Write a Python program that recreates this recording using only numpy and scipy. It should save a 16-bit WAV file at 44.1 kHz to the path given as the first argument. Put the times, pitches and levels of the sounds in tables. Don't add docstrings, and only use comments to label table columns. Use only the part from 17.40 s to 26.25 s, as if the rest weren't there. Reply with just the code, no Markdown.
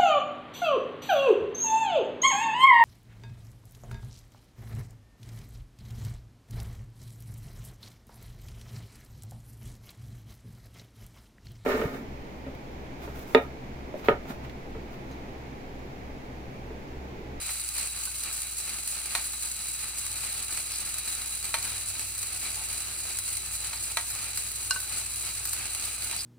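import sys
import numpy as np
from scipy import signal
from scipy.fft import rfft, irfft, next_fast_len
from scipy.io import wavfile
from scipy.ndimage import uniform_filter1d

SR = 44100
rng = np.random.default_rng(int(sys.argv[2]) if len(sys.argv) > 2 else 0)


def pcm_store(signal):
    levels = np.round(np.clip(np.atleast_2d(signal), -1, 1) * 32767)
    wavfile.write(sys.argv[1], SR, levels.astype(np.int16).T)


N = 390285
T = np.arange(N) / SR
FFT_SIZE = next_fast_len(N + SR)
HZ = np.arange(FFT_SIZE // 2 + 1) * SR / FFT_SIZE
ROOM_T60_S = 0.21
MOTOR_TURNS_PER_SHAFT_TURN, SHAFT_TURNS_PER_LINK = 6, 3

# time in seconds, turns per second.
SHAFT_SPEED = [(0, 10.945), (1, 10.96), (2, 10.92), (4.2, 10.875), (5.3, 10.905), (6.4, 10.955),
               (7.3, 10.93), (8.85, 10.915)]
# shaft turn at which it binds, extra load in dB.
WHEEL_BINDS = [(0.97, 3), (0.26, 2.5), (0.67, 1)]
WHEEL_PERIODS = (3, 2, 1.2)
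# position as a share of a turn, relative level in dB.
GEAR_CATCHES = [(-.02, -2), (.155, 2.5), (0.279, -2.5), (.47, -25.5), (0.701, 2), (.83, -3.5)]
# frequency in Hz, gain in dB.
GEAR_EQ = [(60, -5), (200, -5.5), (450, -7.5), (900, -5.5), (1300, -1), (1800, -3.5), (2400, 3),
           (3450, -5.5), (4500, 4), (5600, -3), (7100, 6.5), (11200, -3), (15500, -2.5)]
# centre in Hz, width in Hz, boost in dB.
GEAR_RESONANCES = [(4057, 140, 6.6), (7760, 340, 7.1), (8290, 370, 4.65), (9804, 1320, 11.37)]
# multiple of the motor speed, relative level in dB.
MESH_TONES = [(41, 6), (59, -4), (60, 16.5), (120, -14.5)]
# pitch in Hz, level in dB.
HUM_TONES = [(59.4, -52), (119.3, -67.5), (130.8, -68), (239.6, -81)]
# time in seconds, level in dB.
DRONE_SWELLS = [(0, -63), (2.3, -83), (2.7, -54), (3.2, -64), (4.0, -66), (4.25, -51.5), (5.2, -59.5),
                (7.7, -56), (8.85, -57)]
# frequency in Hz, gain in dB.
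RUMBLE_EQ = [(20, -22), (40, -18), (55, 1), (80, 15), (125, 1), (170, -16), (350, 4), (1000, -77)]
# start in seconds, relative level in dB.
PIN_SNAPS = [(0.383, -20), (0.837, -24), (1.844, -26), (3.034, -26), (3.5843, -23), (5.7883, -20),
             (6.7036, -23), (6.974, -18), (7.4024, -23), (8.0535, -18.5), (8.1324, -17)]
# frequency in Hz, gain in dB.
CHAIN_EQ = [(400, -27), (1500, -8), (3300, -24), (4200, -4), (6500, -11), (8000, 2), (10000, -5),
            (12000, -1), (15500, -10)]
# start in seconds, relative level in dB.
TRAY_KNOCKS = [(.092, -29.5), (1.751, -18), (1.936, -38), (4.1414, -16.5), (6.332, -31), (6.571, -16.5),
               (8.729, -33)]
# pitch in Hz, relative level in dB, seconds to fade by 60 dB.
TRAY_MODES = [(600, -21.5, 0.055), (770, -9, 0.059), (925, -2.5, 0.15), (1107, -2.5, 0.087),
              (1250, -4, 0.079), (1720, -25, 0.059), (1900, -8, 0.081), (1980, -8, 0.079),
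              (2130, -11, 0.085), (2390, 3.5, 0.045), (3090, 0.5, 0.042), (4104, 10.5, 0.043),
              (4170, 5.5, 0.063)]
# frequency in Hz, gain in dB.
TRAY_CRACK_EQ = [(100, -15), (400, -12), (700, 1), (2400, 4.5), (2800, -3.5), (4200, 1), (5000, -6),
                 (9000, 1.5), (15000, -13)]
# start in seconds, relative level in dB, treble cutoff in Hz.
BALL_HITS = [(.672, -14, 2000), (3.093, -17, 2000), (7.3085, 0.5, 9000), (7.3608, -2.5, 2100),
             (7.443, -19, 2000)]
# pitch in Hz, relative level in dB, seconds to fade by 60 dB.
RAMP_MODES = [(1146, -2.5, 0.048), (1510, -5, 0.17), (1521, -2, 0.22), (2830, 1, 0.066), (4140, 4, 0.085),
              (5010, -0.5, 0.091)]
# frequency in Hz, gain in dB.
BALL_EQ = [(300, -21), (1200, 1), (3500, -15), (5000, 1), (9000, 10), (15000, -18)]
# time of the rub's loudest point and its length in seconds,
# centre and width in Hz, level in dB.
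PLATFORM_RUBS = [(2.847, 0.4, 8200, 250, -41), (3.325, 0.19, 4560, 1510, -42), (5.15, 0.31, 8400, 400, -49),
                 (5.2, 0.094, 834, 200, -50.5), (6.375, 0.012, 4900, 700, -34), (7.612, .5, 8600, 200, -42),
                 (8.791, 0.089, 4700, 950, -39.5)]
# frequency in Hz, shared power from 0 to 1.
PORT_LIKENESS = [(100, 0.6), (300, 0.67), (1400, 0.64), (2500, 0.55), (4300, 0.32), (6000, 0.02)]
# frequency in Hz, right over left in dB.
RIGHT_BIAS = [(100, 3.5), (1500, -1), (4000, 3), (8000, -1)]


def undb(db):
    return 10 ** (np.asarray(db) / 20)


def level(x, db):
    return x * undb(db) / np.sqrt(np.mean(x ** 2))


def curve(points):
    return np.interp(T, *np.transpose(points))


def spectrum(points):
    hz, value = np.transpose(points)
    return np.interp(np.log(HZ + 1), np.log(hz), value)


def filtered(x, response):
    return irfft(rfft(x, FFT_SIZE) * response, FFT_SIZE)[..., :N]


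def drift(rate_hz):
    points = rng.standard_normal(N // 100)
    joined = np.interp(T * rate_hz, np.arange(len(points)), points)
    return 1.3 * uniform_filter1d(joined, int(SR / rate_hz / 2))


def impulses(times, db):
    x = np.zeros(N)
    np.add.at(x, np.clip(np.asarray(times) * SR, 0, N - 1).astype(int), undb(db))
    return x


def flatten(response):
    return response / np.sqrt(uniform_filter1d(np.abs(response) ** 2, 3000))


def dense_rings(t60):
    t = T[:SR // 2]
    return flatten(rfft(rng.standard_normal((3, len(t))) * undb(-60 * t / t60), FFT_SIZE))


def to_ports(paths):
    alike = spectrum(PORT_LIKENESS)
    return np.sqrt(alike) * paths[0] + np.sqrt(1 - alike) * paths[1:]


def crack(t60, wet_db):
    return flatten(to_ports(dense_rings(t60) + undb(wet_db) * dense_rings(ROOM_T60_S)))


def ring(modes, low_cut_hz=550):
    t = T[:SR // 2]
    skews = rng.standard_normal((len(modes), 2, 1))
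    tones = sum(undb(db - 60 * t / t60) * np.cos(2 * np.pi * hz * t + skew * hz / 5000)
                for (hz, db, t60), skew in zip(modes, skews))
    return rfft(tones, FFT_SIZE) * (1j * HZ / (1j * HZ + low_cut_hz)) ** 2


def wheel_load(turns, build_share=0.07):
    load_db = 0
    for period, (binds_at, db) in zip(WHEEL_PERIODS, WHEEL_BINDS):
        since_bind = (turns - binds_at) / period % 1
        load_db = load_db + db * np.interp(since_bind, [0, 1 - build_share, 1], [1, 0, 1])
    return load_db - load_db.mean()


def gear_rattle(turns, load_db, jitter_s=0.00073, scatter_db=2.5, catch_s=0.0011, grind=0.44, wet_db=-7):
    place, catch_db = np.transpose(GEAR_CATCHES)
    due = (np.arange(int(turns[-1]) + 1)[:, None] + place).ravel()
    early_late, soft_loud = np.clip(rng.standard_normal((len(due), 2)), -2, 2).T
    times = np.interp(due, turns, T) + jitter_s * early_late
    hit_db = np.resize(catch_db, len(due)) + scatter_db * soft_loud
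    inside = (due > 0) & (due < turns[-1])
    hits = impulses(times[inside], hit_db[inside])
    force = np.sqrt(grind + signal.lfilter([1], [1, -np.exp(-1 / (catch_s * SR))], hits ** 2))
    teeth = (rng.random((3, N)) < .1) * rng.choice([-1, 1], (3, N))
    grain_db = 3 * np.minimum(rng.exponential(size=(3, N)), 5)
    chatter = rfft(teeth * undb(grain_db) * force, FFT_SIZE)
    plastic = dense_rings(t60=0.023) + undb(wet_db) * dense_rings(ROOM_T60_S)
    peaks_db = sum(db / (1 + (2 * (HZ - hz) / width) ** 2) for hz, width, db in GEAR_RESONANCES)
    colour = undb(spectrum(GEAR_EQ) + peaks_db)
    rattle = level(irfft(colour * to_ports(chatter * plastic), FFT_SIZE)[:, :N], -33)
    body = filtered(rattle, 1 / (1 + (HZ / 4500) ** 4))
    sizzle = rattle - body
    spurts = level(np.sqrt(force) * undb(1.3 * drift(170)), 0)
    body_db = 0.36 * load_db + 2 * drift(16)
    return sizzle * spurts * undb(load_db) + body * undb(body_db)


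def motor_whine(turns, sway=0.003, flutter=0.00331):
    sag = sway * np.sin(2 * np.pi * turns / SHAFT_TURNS_PER_LINK)
    speed = np.gradient(turns) * (1 + sag + flutter * drift(70))
    phase = 2 * np.pi * MOTOR_TURNS_PER_SHAFT_TURN * np.cumsum(speed)
    tones = sum(undb(db) * np.sin(multiple * phase) * (1 + .55 * drift(110))
                for multiple, db in MESH_TONES)
    return level(tones, -51.5)


def room_hum(rise_start_s=2.0, rise_s=1.202, from_hz=88, to_hz=92.5, drone_hz=99.6):
    tones = sum(undb(db + 0.8 * drift(3.1)) * np.sin(2 * np.pi * (hz * T + rng.random()))
                for hz, db in HUM_TONES)
    settled = 1 - np.exp(-np.maximum(T - rise_start_s, 0) / rise_s)
    riser = (from_hz + (to_hz - from_hz) * settled, undb(-59) * settled ** 2)
    drone = (drone_hz + 0.79 * drift(2), undb(curve(DRONE_SWELLS)))
    for hz, gain in (riser, drone):
        tones = tones + gain * np.sin(2 * np.pi * (np.cumsum(hz) / SR + rng.random()))
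    rumble = filtered(rng.standard_normal(N), undb(spectrum(RUMBLE_EQ)))
    return np.sqrt(2) * tones + level(rumble, -61)


def chain_clicks(turns, first_seat_turn=4.175, scatter_db=1.5):
    def clicks(at_turns, db):
        return impulses(np.interp(at_turns, turns, T), db + scatter_db * rng.standard_normal(len(at_turns)))

    main_catch = GEAR_CATCHES[1][0]
    ticks = clicks(np.arange(int(turns[-1])) + main_catch, db=-34)
    links = clicks(np.arange(first_seat_turn, turns[-1], 2 * SHAFT_TURNS_PER_LINK), db=-27.5)
    snaps = impulses(*np.transpose(PIN_SNAPS))
    click = undb(23 + spectrum(CHAIN_EQ)) * crack(t60=0.018, wet_db=-5)
    return filtered(ticks + links + snaps, click)


def tray_knocks(chatter_s=.0033, settle_s=.009, vary_db=2.0):
    contact = undb(21 + spectrum(TRAY_CRACK_EQ)) * crack(t60=0.018, wet_db=-4)
    out = 0
    for start, db in TRAY_KNOCKS:
        gaps = chatter_s * rng.uniform(.75, 1.4, 3)
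        chatter = impulses(start + np.cumsum(gaps) - gaps[0], db - 5 * np.arange(3))
        pauses = settle_s * rng.uniform(0.8, 1.4, 6)
        settling = impulses(start + gaps.sum() / 2 + np.cumsum(pauses), db - 14 - 2.2 * np.arange(6))
        modes = [(hz, mode_db + vary_db * rng.standard_normal(), t60) for hz, mode_db, t60 in TRAY_MODES]
        out = out + filtered(chatter + settling, undb(-17) * ring(modes) + contact)
    return out


def ball_bounces():
    pushes = sum(filtered(impulses([start], db), 1 / (1 + 1j * HZ / cutoff_hz) ** 2)
                 for start, db, cutoff_hz in BALL_HITS)
    click = undb(6 + spectrum(BALL_EQ)) * crack(t60=0.011, wet_db=-9)
    return filtered(pushes, undb(-25) * ring(RAMP_MODES) + click)


def platform_rubs(slip_db=3):
    out = 0
    for peak_s, length, hz, width, db in PLATFORM_RUBS:
        resonance = 1 / (1 + 2j * (HZ - hz) / width) ** 2
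        scrape = filtered(rng.standard_normal(N), resonance) * undb(slip_db * drift(40))
        swell = np.cos(np.pi * np.clip((T - peak_s) / length, -.5, .5))
        out = out + level(scrape, db) * swell
    return out


def scene(right_lag_s=4.2e-5):
    turns = np.cumsum(curve(SHAFT_SPEED)) / SR
    drive = gear_rattle(turns, wheel_load(turns)) + motor_whine(turns) + chain_clicks(turns)
    machine = drive + tray_knocks() + platform_rubs() + ball_bounces()
    pan_db = spectrum(RIGHT_BIAS) / 2
    ports = np.array([undb(-pan_db), undb(pan_db) * np.exp(-2j * np.pi * HZ * right_lag_s)])
    return filtered(machine, ports) + room_hum()


def record(dry):
    delay_s, top_hz = 1 / 4640, 15850
    bleed = np.clip((HZ - 5500) / 2500, 0, 1)
    crossed = filtered(dry[::-1], bleed * np.exp(-2j * np.pi * HZ * delay_s))
    blend = filtered(dry + crossed, 1 / np.sqrt(1 + bleed ** 2))
    return signal.sosfilt(signal.ellip(10, .2, 80, top_hz, fs=SR, output="sos"), blend)


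dry = scene()
out = record(dry)
pcm_store(out)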